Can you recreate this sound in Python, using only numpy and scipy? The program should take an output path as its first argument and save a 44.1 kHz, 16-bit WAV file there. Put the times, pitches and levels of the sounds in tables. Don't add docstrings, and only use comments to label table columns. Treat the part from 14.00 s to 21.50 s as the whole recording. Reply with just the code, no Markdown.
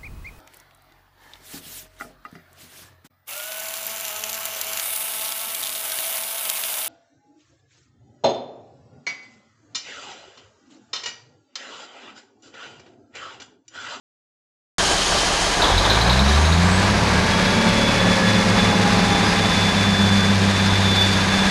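import sys
import numpy as np
from scipy import signal
from scipy.fft import rfft, irfft
from scipy.io import wavfile
from scipy.ndimage import uniform_filter1d

SR = 44100
rng = np.random.default_rng(int(sys.argv[2]) if len(sys.argv) > 2 else 0)


def master(y):
    cut = np.clip(np.atleast_2d(y).T, -1, 1)
    pcm = np.round(cut * 32767)
    wavfile.write(sys.argv[1], SR, pcm.astype(np.int16))


N = 330750
TIME = np.arange(N) / SR

# time in seconds, base level of the roar in dB, and of the clatter in dB.
ENGINE_ROOM = [(0.8, -22.5, -26), (0.87, -24, -27.5), (1.56, -23.5, -25), (1.68, -17.5, -26),
               (1.79, -24.5, -26), (1.86, -20, -24.5), (2.55, -23.5, -27), (2.82, -21.5, -24.5),
               (4.23, -24, -24.5), (5.11, -22.5, -24), (6.3, -25.5, -26), (7.5, -24.5, -24.5)]


def undb(db):
    return 10 ** (np.asarray(db) / 20)


def unit(x):
    return x / np.sqrt(np.mean(x ** 2))


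def curves(rows):
    seconds, *columns = np.transpose(rows)
    return [np.interp(TIME, seconds, column) for column in columns]


def gain_at(hz, spectrum):
    row_hz, db = np.transpose(spectrum)
    return undb(np.interp(np.log(hz + 1e-9), np.log(row_hz), db))


def colour(x, spectrum):
    return irfft(rfft(x) * gain_at(np.arange(N // 2 + 1) * SR / N, spectrum), N)


def band(hz, width_hz):
    all_hz = np.arange(N // 2 + 1) * SR / N
    noise = rfft(rng.standard_normal(N))
    return unit(irfft(noise / (1 + ((all_hz - hz) / width_hz) ** 2), N))


def wobble(rate_hz):
    return band(0, rate_hz)


def turns(hz):
    return np.cumsum(hz) / SR


def tone(cycles):
    return np.sqrt(2) * np.sin(2 * np.pi * cycles)


def swell(middle_s, spread_s):
    return np.exp(-((TIME - middle_s) / spread_s) ** 2 / 2)


def wheels():
    # middle and spread in seconds, pitch and width in Hz, level in dB.
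    rumble = (7, .6, 350, 90, -36.5)
    middle_s, spread_s, hz, width_hz, db = rumble
    return band(hz, width_hz) * undb(db) * swell(middle_s, spread_s)


def squeals(waver_hz=8):
    # middle in seconds, spread in seconds, pitch in Hz, level in dB.
    spurts = [(5.29, 0.033, 4950, -30.5), (6.766, 0.0057, 3540, -29), (6.975, .025, 3490, -27),
              (7.162, 0.0081, 3510, -22)]
    return sum(tone(turns(hz + waver_hz * wobble(38.7))) * undb(db) * swell(middle_s, spread_s)
               for middle_s, spread_s, hz, db in spurts)


def turbo(width_hz=190):
    # time in seconds, pitch in Hz, level in dB.
    climb = [(1.9, 4300, -60), (2.2, 5400, -42), (2.45, 6430, -38), (2.6, 7000, -43), (2.76, 8000, -37),
             (2.9, 9000, -47), (3.15, 10800, -62)]
    hz, db = curves(climb)
    sounding = (TIME > climb[0][0]) & (TIME < climb[-1][0])
    return tone(turns(hz)) * wobble(width_hz) * undb(db) * sounding


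def whine(start_s=3.2, start_hz=3308, end_hz=3498, settle_s=0.75, dip_db=-10, fade_in_s=0.086):
    # time in seconds, base level of the clean tone in dB, level of the rasp in dB.
    levels = [(3.2, -43, -55), (3.43, -34, -35), (4.35, -27.5, -50), (5.3, -30.5, -34), (6.05, -25.5, -44),
              (6.5, -33.5, -34.5), (7.02, -23.5, -31), (7.25, -29, -35), (7.5, -28, -47)]
    # middle in seconds, length in seconds.
    dips = [(4.205, 0.11), (4.493, 0.15), (4.9, 0.27), (5.317, 0.086), (5.756, 0.034), (6.387, .08),
            (6.81, 0.053), (7.255, 0.053)]
    tone_db, rasp_db = curves(levels)
    age = np.maximum(TIME - start_s, 0)
    unsettled = np.exp(-age / settle_s)
    hz = end_hz + (start_hz - end_hz) * unsettled
    dipping = sum(np.exp(-((TIME - middle_s) / (length_s / 2)) ** 4) for middle_s, length_s in dips)
    flutter_db = (2.2 + 2 * unsettled) * wobble(30)
    waver_hz = 11 * wobble(30)
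    clean = tone(turns(hz + waver_hz)) * undb(tone_db + dip_db * dipping + flutter_db)
    rasp = undb(rasp_db) * band(3640, width_hz=200)
    return (clean + rasp) * np.clip(age / fade_in_s, 0, 1)


def air():
    # time in seconds, level of the jet in dB.
    flow = [(.8, -21.5), (1.1, -23), (1.5, -25.5), (1.75, -29), (2.1, -33), (2.4, -32.5), (2.6, -37),
            (3.2, -40), (7.5, -36.5)]
    # frequency in Hz, relative level in dB.
    spectrum = [(1500, -42), (2600, -3), (3100, 3.5), (3500, -0.5), (4500, 1.5), (5500, -0.5), (6600, -2),
                (7300, -3.5), (7900, -4.5), (8500, -43)]
    # a whistle's pitch in Hz, width in Hz, level in dB compared with the jet.
    pitches = [(3080, 150, -11), (3182, 25, -15), (4619, 25, -18), (5017, 20, -20), (6158, 35, -17),
               (6568, 25, -13)]
    flow_db, = curves(flow)
    jet = unit(colour(rng.standard_normal(N), spectrum))
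    whistles = sum(undb(db) * band(hz, width_hz) for hz, width_hz, db in pitches)
    return (jet + whistles) * undb(flow_db + 0.5 * wobble(13))


def chirps(gain_db=-6, rise_s=0.002, decay_s=0.008, width_hz=300, ring_db=-9.5, ring_s=0.11):
    # start in seconds, relative level in dB, pitch in Hz.
    bursts = [(1.6188, -10.5, 3900), (1.6382, -10.5, 3580), (1.709, -13, 3500), (1.7777, -12.5, 3940),
              (1.844, -13, 3560), (1.8985, -8, 3870), (1.9314, -24, 4140), (1.9545, -17, 3570),
              (2.01, -12, 4060), (2.0946, -9, 3930), (2.108, -21, 3900), (2.19, -13, 3920),
              (2.2019, -24, 3930), (2.2797, -11.5, 3820), (2.3281, -20, 3940), (2.4478, -17.5, 3900),
              (2.5212, -15.5, 3870)]
    out = 0
    for start_s, db, hz in bursts:
        age = np.maximum(TIME - start_s, 0)
        rise = 1 - np.exp(-age / rise_s)
        fall = np.exp(-age / decay_s) + undb(ring_db) * np.exp(-age / ring_s)
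        out = out + undb(db + gain_db) * rise * fall * band(hz, width_hz)
    return out


def shaft_tones(shaft_hz, judder=0.0014):
    # cycles per shaft turn, middle in seconds, spread in seconds, level in dB.
    notes = [(9, 2.2, .11, -27), (11.5, 4.9, .5, -36), (13, 5, .4, -35), (15, 4.15, .42, -32),
             (16, 3.6, .5, -39), (24, 3.55, .4, -32), (24, 5, .45, -27), (45, 3.4, .3, -34),
             (48, 4.22, .16, -28), (62, 3.7, .22, -34), (62, 4.7, .5, -42), (72, 3.95, .3, -40),
             (144, 4.35, .25, -42), (144, 5.9, .7, -44), (144, 7.04, .13, -37)]
    angle = turns(shaft_hz * (1 + judder * wobble(40)))
    return sum(tone(per_turn * angle) * undb(db + 2 * wobble(22)) * swell(middle_s, spread_s)
               for per_turn, middle_s, spread_s, db in notes)


def panels(shaft_hz, shake_from_hz=39.3, shake_db_per_hz=2.8, sway_db=2):
    # pitch in Hz, width in Hz, level in dB compared with the roar.
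    rings = [(382.7, 13.4, -16.5), (971, 37, -15), (1171, 14, -15), (1610, 110, -12)]
    shake_db = shake_db_per_hz * np.maximum(shaft_hz - shake_from_hz, 0)
    return sum(undb(db + shake_db + sway_db * wobble(3.4)) * band(hz, width_hz)
               for hz, width_hz, db in rings)


def octaves_from_top(shaft_hz):
    return np.log2(shaft_hz / shaft_hz.max())


def machinery(shaft_hz, spectrum, knock_share, throb, flicker_db):
    angle = turns(shaft_hz)
    pattern = rng.standard_normal(2048)
    repeating = np.interp(angle / 2 % 1, np.linspace(0, 1, len(pattern)), pattern)
    knocks = unit(colour(repeating, spectrum))
    gas = unit(colour(rng.standard_normal(N), spectrum))
    mix = np.sqrt(knock_share) * knocks + np.sqrt(1 - knock_share) * gas
    pulse = 1 + throb * tone(3 * angle)
    return unit(mix * pulse * undb(flicker_db * wobble(28)))


def clatter(shaft_hz, top_db=2.5, db_per_octave=2):
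    # frequency in Hz, relative level in dB.
    spectrum = [(600, -36), (1200, -7), (1650, 1), (1900, -2), (2350, -1.5), (3000, -7.5), (3800, -5.5),
                (4900, -8), (5600, -11), (6500, -12.5), (7200, -17), (7900, -16), (8500, -50)]
    _, base_db = curves(ENGINE_ROOM)
    noise = machinery(shaft_hz, spectrum, knock_share=0.5, throb=0.038, flicker_db=0.83)
    return noise * undb(base_db + top_db + db_per_octave * octaves_from_top(shaft_hz))


def roar(shaft_hz, boom_db_per_octave=3, idle_surge_db=1.1):
    # frequency in Hz, relative level in dB.
    spectrum = [(25, -13), (45, 5), (100, 0), (190, 0.5), (290, -1.5), (400, -3), (700, 1.5), (1000, 0.5),
                (1300, -3.5), (1800, -13.5), (4000, -55)]
    # frequency in Hz, gain in dB.
    boom = [(40, -12), (85, 0), (270, 0), (400, -25)]
    base_db, _ = curves(ENGINE_ROOM)
    noise = machinery(shaft_hz, spectrum, knock_share=0.49, throb=0.077, flicker_db=-1)
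    boom_gain = undb(boom_db_per_octave * octaves_from_top(shaft_hz))
    body = noise + (boom_gain - 1) * colour(noise, boom) + panels(shaft_hz)
    surge_db = idle_surge_db * shaft_hz.min() / shaft_hz * wobble(9)
    return body * undb(base_db + 0.24 + surge_db)


def shaft_speed(idle_hz, throttle_s, run_up_hz_per_s, top_hz, load_s, sag_s, loaded_hz, flywheel_s=0.35):
    run_up = idle_hz + run_up_hz_per_s * np.maximum(TIME - throttle_s, 0)
    ceiling = loaded_hz + (top_hz - loaded_hz) * np.exp(-np.maximum(TIME - load_s, 0) / sag_s)
    return uniform_filter1d(np.minimum(run_up, ceiling), int(flywheel_s * SR), mode="nearest")


def growl_level(shaft_hz, top_db, ease_db_per_s, db_per_octave=9, rolling_s=5.02):
    eased_db = ease_db_per_s * np.maximum(TIME - rolling_s, 0)
    return top_db + db_per_octave * octaves_from_top(shaft_hz) - eased_db


def exhaust(shaft_hz, firing_db, octave_db, growl_db, strong_tones, weak_db, flutter_db, octave_gain=1):
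    # frequency in Hz, gain in dB.
    pipe = [(20, 5), (35, 4.5), (70, -3), (120, 3), (145, 5.5), (175, 13), (205, 12), (235, 1.5),
            (305, -1.5), (335, -8), (385, -3), (600, 0.5), (900, -17), (2000, -50)]
    angle = turns(shaft_hz)
    strong_db = dict(strong_tones)
    imbalance = shaft_hz / shaft_hz.max()
    growl = 0
    for per_turn in np.arange(1, 20.5, 0.5):
        on_firing = per_turn % 3 == 0
        strength = undb(strong_db.get(per_turn, weak_db)) * (1 if on_firing else imbalance)
        growl = growl + strength * gain_at(per_turn * shaft_hz, pipe) * tone(per_turn * angle + rng.random())
    firing = tone(3 * angle) * undb(firing_db)
    octave = octave_gain * tone(6 * angle) * undb(octave_db + flutter_db * wobble(4.3))
    return firing + octave + growl * undb(growl_db + flutter_db * wobble(51))


def far_engine(shaft_hz):
    # time in seconds, base level of the firing tone in dB, and of its octave in dB.
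    drone = [(2.25, -43, -48), (3.15, -26, -33), (3.6, -31, -25), (4.2, -30, -33), (5.3, -31, -31),
             (6.2, -34, -25.5), (7.5, -41, -40)]
    # cycles per shaft turn, relative level in dB.
    strong_tones = [(1, -3), (2, -6), (5, 5), (7, 7), (8, -1), (8.5, 1), (9, -4), (12, -2)]
    firing_db, octave_db = curves(drone)
    growl_db = growl_level(shaft_hz, top_db=-41, ease_db_per_s=6.5)
    return exhaust(shaft_hz, firing_db, octave_db, growl_db, strong_tones,
                   weak_db=-14.5, flutter_db=-1, octave_gain=-0.86)


def near_engine(shaft_hz):
    # time in seconds, base level of the firing tone in dB, and of its octave in dB.
    drone = [(0.8, -33.5, -43), (1.55, -37, -41.0), (1.7, -29, -31), (2.15, -20, -21.5), (2.35, -15, -34),
             (2.6, -18, -19), (3.45, -34, -36.5), (3.6, -34, -20), (4.0, -35, -44), (4.2, -29, -26),
             (4.3, -26, -24.0), (4.9, -28, -25.0), (5.4, -30, -31), (6.1, -22, -19.0), (7.05, -21, -26),
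             (7.5, -36.5, -21.5)]
    # cycles per shaft turn, relative level in dB.
    strong_tones = [(1, -6), (2, -6), (4.5, -7), (5, -4), (5.5, -9), (7, -1), (8, -1), (9, 3.5), (10.5, 3),
                    (11.5, 4), (12, 2), (13, 4), (13.5, 0), (15, 3), (16, 0)]
    # middle in seconds, spread in seconds, extra level in dB.
    thump = (1.76, 0.04, 7.9)
    middle_s, spread_s, thump_db = thump
    firing_db, octave_db = curves(drone) + thump_db * swell(middle_s, spread_s)
    growl_db = growl_level(shaft_hz, top_db=-39, ease_db_per_s=0.5)
    return exhaust(shaft_hz, firing_db, octave_db, growl_db, strong_tones, weak_db=-9.5, flutter_db=0.53)


def scene():
    # idle in Hz, throttle opens in seconds, climb in Hz per
    # second, top speed in Hz, load starts in seconds, sag time in seconds, loaded speed in Hz.
    speeds = [(12.509, 1.634, 16.644, 37.014, 3.695, 1.324, 32.06),
              (12.296, 2.429, 18.528, 36.673, 4.865, 1.494, 32.045)]
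    near_hz, far_hz = (shaft_speed(*row) for row in speeds)
    exhausts = near_engine(near_hz) + far_engine(far_hz)
    engines = exhausts + roar(near_hz) + clatter(near_hz) + shaft_tones(near_hz)
    return (engines + wheels() + air() + chirps() + squeals() + turbo() + whine())[None]


def record(dry):
    start_s, camera_hz, top_hz = 0.783, 16000, 12800
    # frequency in Hz, gain in dB.
    dulling = [(7000, -0.5), (8000, -2.5), (9400, -8.5), (11000, -19), (12500, -33)]
    mirrored = dry[0] * (1 + 2 * np.cos(2 * np.pi * camera_hz * TIME))
    running = colour(mirrored, dulling) * (TIME > start_s)
    treble_cut = signal.ellip(8, 0.2, 70, top_hz, fs=SR, output="sos")
    return signal.sosfilt(treble_cut, running)[None]


dry = scene()
out = record(dry)
master(out)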